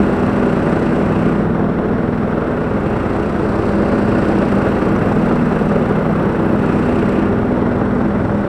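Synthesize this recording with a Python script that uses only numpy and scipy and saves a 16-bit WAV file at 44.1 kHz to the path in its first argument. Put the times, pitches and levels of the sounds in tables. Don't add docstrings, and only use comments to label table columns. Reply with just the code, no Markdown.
import sys
import numpy as np
from scipy import signal
from scipy.fft import rfft, irfft
from scipy.io import wavfile

SR = 44100
rng = np.random.default_rng(int(sys.argv[2]) if len(sys.argv) > 2 else 0)


def wav_out(sig):
    wavfile.write(sys.argv[1], SR, np.round(np.clip(np.atleast_2d(sig).T, -1, 1) * 32767).astype(np.int16))


N = 373967

# time_s, rate_hz
TRACTOR_FIRING = [(0.0, 20.532), (0.3, 20.511), (0.7, 20.45), (1.38, 20.645), (1.72, 20.608), (2.0, 20.625),
                  (2.63, 20.445), (3.32, 20.68), (3.95, 20.372), (4.31, 20.325), (4.65, 20.342),
                  (5.2, 20.055), (5.5, 20.03), (6.2, 20.52), (6.92, 20.468), (7.38, 20.588), (7.77, 20.482),
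                  (8.1, 20.585), (8.48, 20.647)]
MOWER_FIRING = [(0.0, 30.113), (0.4, 30.143), (1.0, 30.16), (1.3, 30.23), (1.85, 30.43), (2.95, 30.54),
                (3.3, 30.48), (4.1, 30.12), (4.75, 29.755), (5.48, 30.015), (6.12, 29.85), (6.4, 29.95),
                (6.8, 30.19), (7.05, 30.22), (7.52, 30.155), (7.9, 30.24), (8.48, 30.509)]
# time_s, facing (0 = away, about 1 = towards), rasp_db
HEAD_TURN = [(0.0, 0.92, -35), (.8, .9, -36), (1.3, 0.73, -35), (1.5, 0.04, -48), (1.8, 0.03, -46),
             (2.4, 0.23, -43.5), (3.0, 0.6, -37.5), (3.5, 0.83, -39.5), (4.3, 1.04, -34.5),
             (5.0, 0.8, -35.5), (5.6, 0.75, -38), (6.1, 0.5, -38.5), (6.55, 0.48, -39), (6.72, 0.87, -34.5),
             (7.2, .7, -33.5), (7.32, .3, -40), (7.6, 0.23, -43.5), (8.48, 0.34, -46)]


def gain_of(db):
    return 10 ** (np.asarray(db) / 20)


def normalised(x):
    return x / np.sqrt(np.mean(x ** 2))


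def curves(table):
    times_s, *values = np.transpose(table)
    return [np.interp(np.arange(N) / SR, times_s, v) for v in values]


def cycles_of(firing):
    return np.cumsum(curves(firing)[0]) / SR


def waver(hz):
    hop = 400
    steps = rng.standard_normal(N // hop + 2)
    slow = signal.sosfiltfilt(signal.butter(2, hz, fs=SR / hop, output="sos"), steps)
    return np.interp(np.arange(N) / hop, np.arange(len(slow)), normalised(slow))


def coloured(x, colour):
    pitch_hz, level_db = np.transpose(colour)
    hz = np.fft.rfftfreq(N, 1 / SR)
    gain = gain_of(np.interp(np.log(hz + 1), np.log(pitch_hz), level_db, -90, -90))
    return normalised(irfft(rfft(x) * gain, N))


def ringing(x, rings):
    hz = np.fft.rfftfreq(N, 1 / SR)
    gain = sum(gain_of(db) / (1 + 2j * (hz - pitch) / width) ** 2 for pitch, width, db in rings)
    return normalised(irfft(rfft(x) * gain, N))


def harmonics(cycles, tones, scatter, waver_db):
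    out = np.zeros(N)
    for multiple, db in tones:
        slip = scatter * rng.standard_normal() + .0015 * multiple * waver(6)
        out += gain_of(db + waver_db * waver(3.3)) * np.cos(2 * np.pi * (multiple * cycles + slip))
    return np.sqrt(2) * out


def puffs(cycles, depth, rise, fall, uneven_db):
    from_peak = cycles % 1 - .3
    shape = np.exp(-(from_peak / np.where(from_peak < 0, rise, fall)) ** 2)
    strengths = gain_of(uneven_db * rng.standard_normal(400))
    stroke = np.floor(cycles).astype(int) + 1
    return (1 + depth * strengths[stroke] * shape) * rng.standard_normal(N)


def gain_at_ear(base_db, facing_db, load_db):
    free_hz, full_load_drop_hz = 30.53, .76
    load = (free_hz - curves(MOWER_FIRING)[0]) / full_load_drop_hz
    return gain_of(base_db + facing_db * curves(HEAD_TURN)[0] + load_db * load)


def tractor_drone(cycles):
    # multiple, level_db
    tones = [(1, -48), (2, -38.5), (5, -31.5), (6, -36), (7, -39), (9, -36.5), (10, -35), (11, -29.5),
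             (13, -37.5), (14, -44.5), (15, -41.5), (16, -33), (20, -41.5), (21, -41), (22, -46), (23, -46)]
    # time_s, shift_db (from 4th harmonic to 8th), hum_db, others_gain_db
    loudness = [(0.0, -3, -22.5, -3), (.9, 4.5, -21.5, -3), (1.4, 3.5, -28.5, 0.5), (2.0, 0, -27, 2.5),
                (2.6, 0, -28.5, -1), (3.3, -5.5, -39, -1.5), (4.0, -5.5, -27, 1.5), (4.7, -3, -26, 0.5),
                (5.4, 4.5, -19.5, 2.5), (6.2, 2.5, -26.5, 0.5), (6.7, 0.5, -20.5, 2), (7.3, -6, -24.5, 2.5),
                (7.9, -1.5, -21, 2.5), (8.48, -3, -37, 1.5)]
    shift_db, hum_db, others_gain_db = curves(loudness)
    drone = gain_of(others_gain_db) * harmonics(cycles, tones, scatter=.12, waver_db=2)
    changing = [(4, -37 - shift_db), (8, -27.5 + shift_db), (12, hum_db)]
    return drone + harmonics(cycles, changing, scatter=.15, waver_db=1.5)


def pipe_pops(cycles, labour_hz):
    from_peak = cycles % 1 - .5
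    shape = np.exp(-(from_peak / .099) ** 2)
    return gain_of(-8.5) * labour_hz * shape * np.cos(2 * np.pi * 23 * from_peak)


def tractor_chug(cycles, labour_hz):
    # pitch_hz, level_db
    roar_colour = [(20, -35), (70, -12.5), (130, -7), (210, -0.5), (280, -3.5), (420, -1.5), (600, -6),
                   (800, -9.5), (1000, -12), (1450, -13.5), (1700, -20), (2000, -23), (2700, -36.5),
                   (3500, -49.5)]
    clatter_colour = [(1500, -7.5), (2700, -1), (3500, -1.5), (5000, -14.5), (5450, -9), (5900, -18.5),
                      (6800, -22), (8300, -21), (10000, -28.5), (12000, -24), (13600, -41)]
    roar = puffs(cycles, depth=.36 + .3 * labour_hz, rise=.041, fall=.28, uneven_db=1.5)
    clatter = puffs(cycles, depth=.48, rise=.05, fall=.2, uneven_db=2)
    chug = coloured(roar, roar_colour) + gain_of(-30) * coloured(clatter, clatter_colour)
    flutter = gain_of(.64 * waver(30))
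    return gain_at_ear(base_db=-20.5, facing_db=1.33, load_db=1.8) * flutter * chug


def mower_drone(cycles):
    # multiple, level_db
    low_tones = [(1, -42), (2, -33), (3, -49), (4, -34.5), (5, -34), (6, -46), (7, -50), (8, -36),
                 (9, -36.5), (12, -43.5), (14, -33), (15, -40.5), (17, -50), (18, -39.5)]
    upper_tones = [(10, -32.5), (11, -28.5), (13, -30)]
    # time_s, flails_db, upper_gain_db, nineteenth_db
    loudness = [(0.0, -21.5, -1, -39), (.5, -25, 1.5, -26.5), (1.0, -23, 2, -33), (1.5, -22, -2, -38),
                (2.4, -31, -10, -38), (3.2, -27.5, -2, -43), (3.5, -24, 1.5, -29.5), (4.1, -20, 1, -28.5),
                (4.6, -20, 3.5, -37), (5.1, -24.5, -6, -46), (5.8, -20, -7, -32.5), (6.6, -23.5, 1.5, -35),
                (7.3, -23.5, 1, -39), (7.8, -23.5, -5.5, -33), (8.48, -21.5, -3, -35.5)]
    flails_db, upper_gain_db, nineteenth_db = curves(loudness)
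    low = harmonics(cycles - .16, low_tones, scatter=.11, waver_db=.9)
    low *= gain_at_ear(base_db=-1.66, facing_db=3.55, load_db=-1)
    upper = gain_of(upper_gain_db) * harmonics(cycles - .16, upper_tones, scatter=.076, waver_db=2)
    top = harmonics(cycles, [(19, nineteenth_db)], scatter=0, waver_db=1)
    return low + upper + top + flail_rotor(flails_db)


def flail_rotor(flails_db):
    # multiple, level_db
    tones = [(1, -48), (2, -36.5), (8, -45.5)]
    spin_hz = 50.03 + 2.1 * (curves(MOWER_FIRING)[0] - 30.13)
    return harmonics(np.cumsum(spin_hz) / SR, tones + [(4, flails_db)], scatter=.372, waver_db=1.5)


def mower_rasp(cycles):
    # pitch_hz, level_db
    colour = [(900, -11.5), (1400, 4.5), (1900, -4), (2300, -5.5), (2650, -1.5), (3100, -12), (3800, -25)]
    # pitch_hz, width_hz, level_db
    deck_rings = [(1186, 53, 7.5), (1446, 77, 3.5), (2524, 75, -17), (2775, 77, -13), (4630, 90, -27.5)]
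    blasts = puffs(cycles, depth=.71, rise=.18, fall=.23, uneven_db=2.2)
    rasp = coloured(blasts, colour) + gain_of(-5) * ringing(blasts, deck_rings)
    return gain_of(curves(HEAD_TURN)[1]) * rasp


def mower_hiss(cycles):
    # pitch_hz, level_db
    colour = [(2500, -8), (3300, -8.5), (3900, 2), (4450, 0.5), (5000, -3), (5800, -3), (6800, -11.5),
              (7500, -3.5), (8700, -5), (9600, -12.5), (10500, -20.5), (13000, -33)]
    # pitch_hz, width_hz, level_db
    band = [(4600, 1600, 0)]
    direct = np.clip(.25 + 1.4 * curves(HEAD_TURN)[0], .1, 1)
    gusts = puffs(cycles, depth=.69 * direct, rise=.16, fall=.17, uneven_db=2.5)
    hiss = gain_at_ear(base_db=-60, facing_db=11, load_db=.1) * coloured(gusts, colour)
    peak_s, half_length_s = 4, .5
    swell = np.exp(-((np.arange(N) / SR - peak_s) / half_length_s) ** 2)
    return hiss + gain_of(-59) * swell * ringing(gusts, band)


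def valve_sizzle(cycles):
    # pitch_hz, level_db
    colour = [(9000, -21), (10500, 0.5), (12000, 1.5), (12800, -2.5), (13600, -14)]
    # time_s, level_db
    loudness = [(0.0, -66.5), (1.3, -68), (1.6, -69.5), (2.3, -69.5), (2.9, -68), (4.2, -67.5),
                (4.7, -65.3), (5.6, -66.5), (6.15, -66.5), (6.45, -66), (7.25, -67), (7.55, -70),
                (8.48, -70)]
    level_db = curves(loudness)[0]
    sharpness = np.clip((level_db + 70.5) / 6.5, .1, 1)
    ticking = puffs(cycles, depth=2.6 * sharpness, rise=.12, fall=.17, uneven_db=1.5)
    return gain_of(level_db) * coloured(ticking, colour)


def stalk_tick():
    # start_s, level_db, pitch_hz, fade_s (time to fall by 60 dB)
    hits = [(4.963, -38, 5900, .02)]
    out, t = np.zeros(N), np.arange(2000) / SR
    for start_s, level_db, pitch_hz, fade_s in hits:
        ring = gain_of(level_db - 60 * t / fade_s) * np.sin(2 * np.pi * pitch_hz * t)
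        out[round(start_s * SR):][:len(t)] += ring
    return out


def scene():
    beat = cycles_of(TRACTOR_FIRING)
    labour_hz = np.maximum(20.6 - curves(TRACTOR_FIRING)[0], 0)
    tractor = tractor_drone(beat - .96) + pipe_pops(beat - .4, labour_hz)
    tractor += tractor_chug(beat - .46, labour_hz)
    mower_beat = cycles_of(MOWER_FIRING)
    drone = mower_drone(mower_beat)
    puff_beat = mower_beat - .68
    noise = mower_rasp(puff_beat) + mower_hiss(puff_beat) + valve_sizzle(puff_beat)
    grass = gain_of(.36 * waver(7.2))
    return (tractor + drone + grass * noise + stalk_tick())[None]


def record(dry):
    from_end = np.minimum(np.arange(N), np.arange(N)[::-1])
    soft = 2 * np.tanh(dry / 2) * np.clip(from_end / 90, 0, 1)
    top_hz = 13700
    treble_cut = signal.firwin(511, top_hz, window=("kaiser", 9), fs=SR)
    return signal.oaconvolve(soft, treble_cut[None], "same")


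dry = scene()
out = record(dry)
wav_out(out)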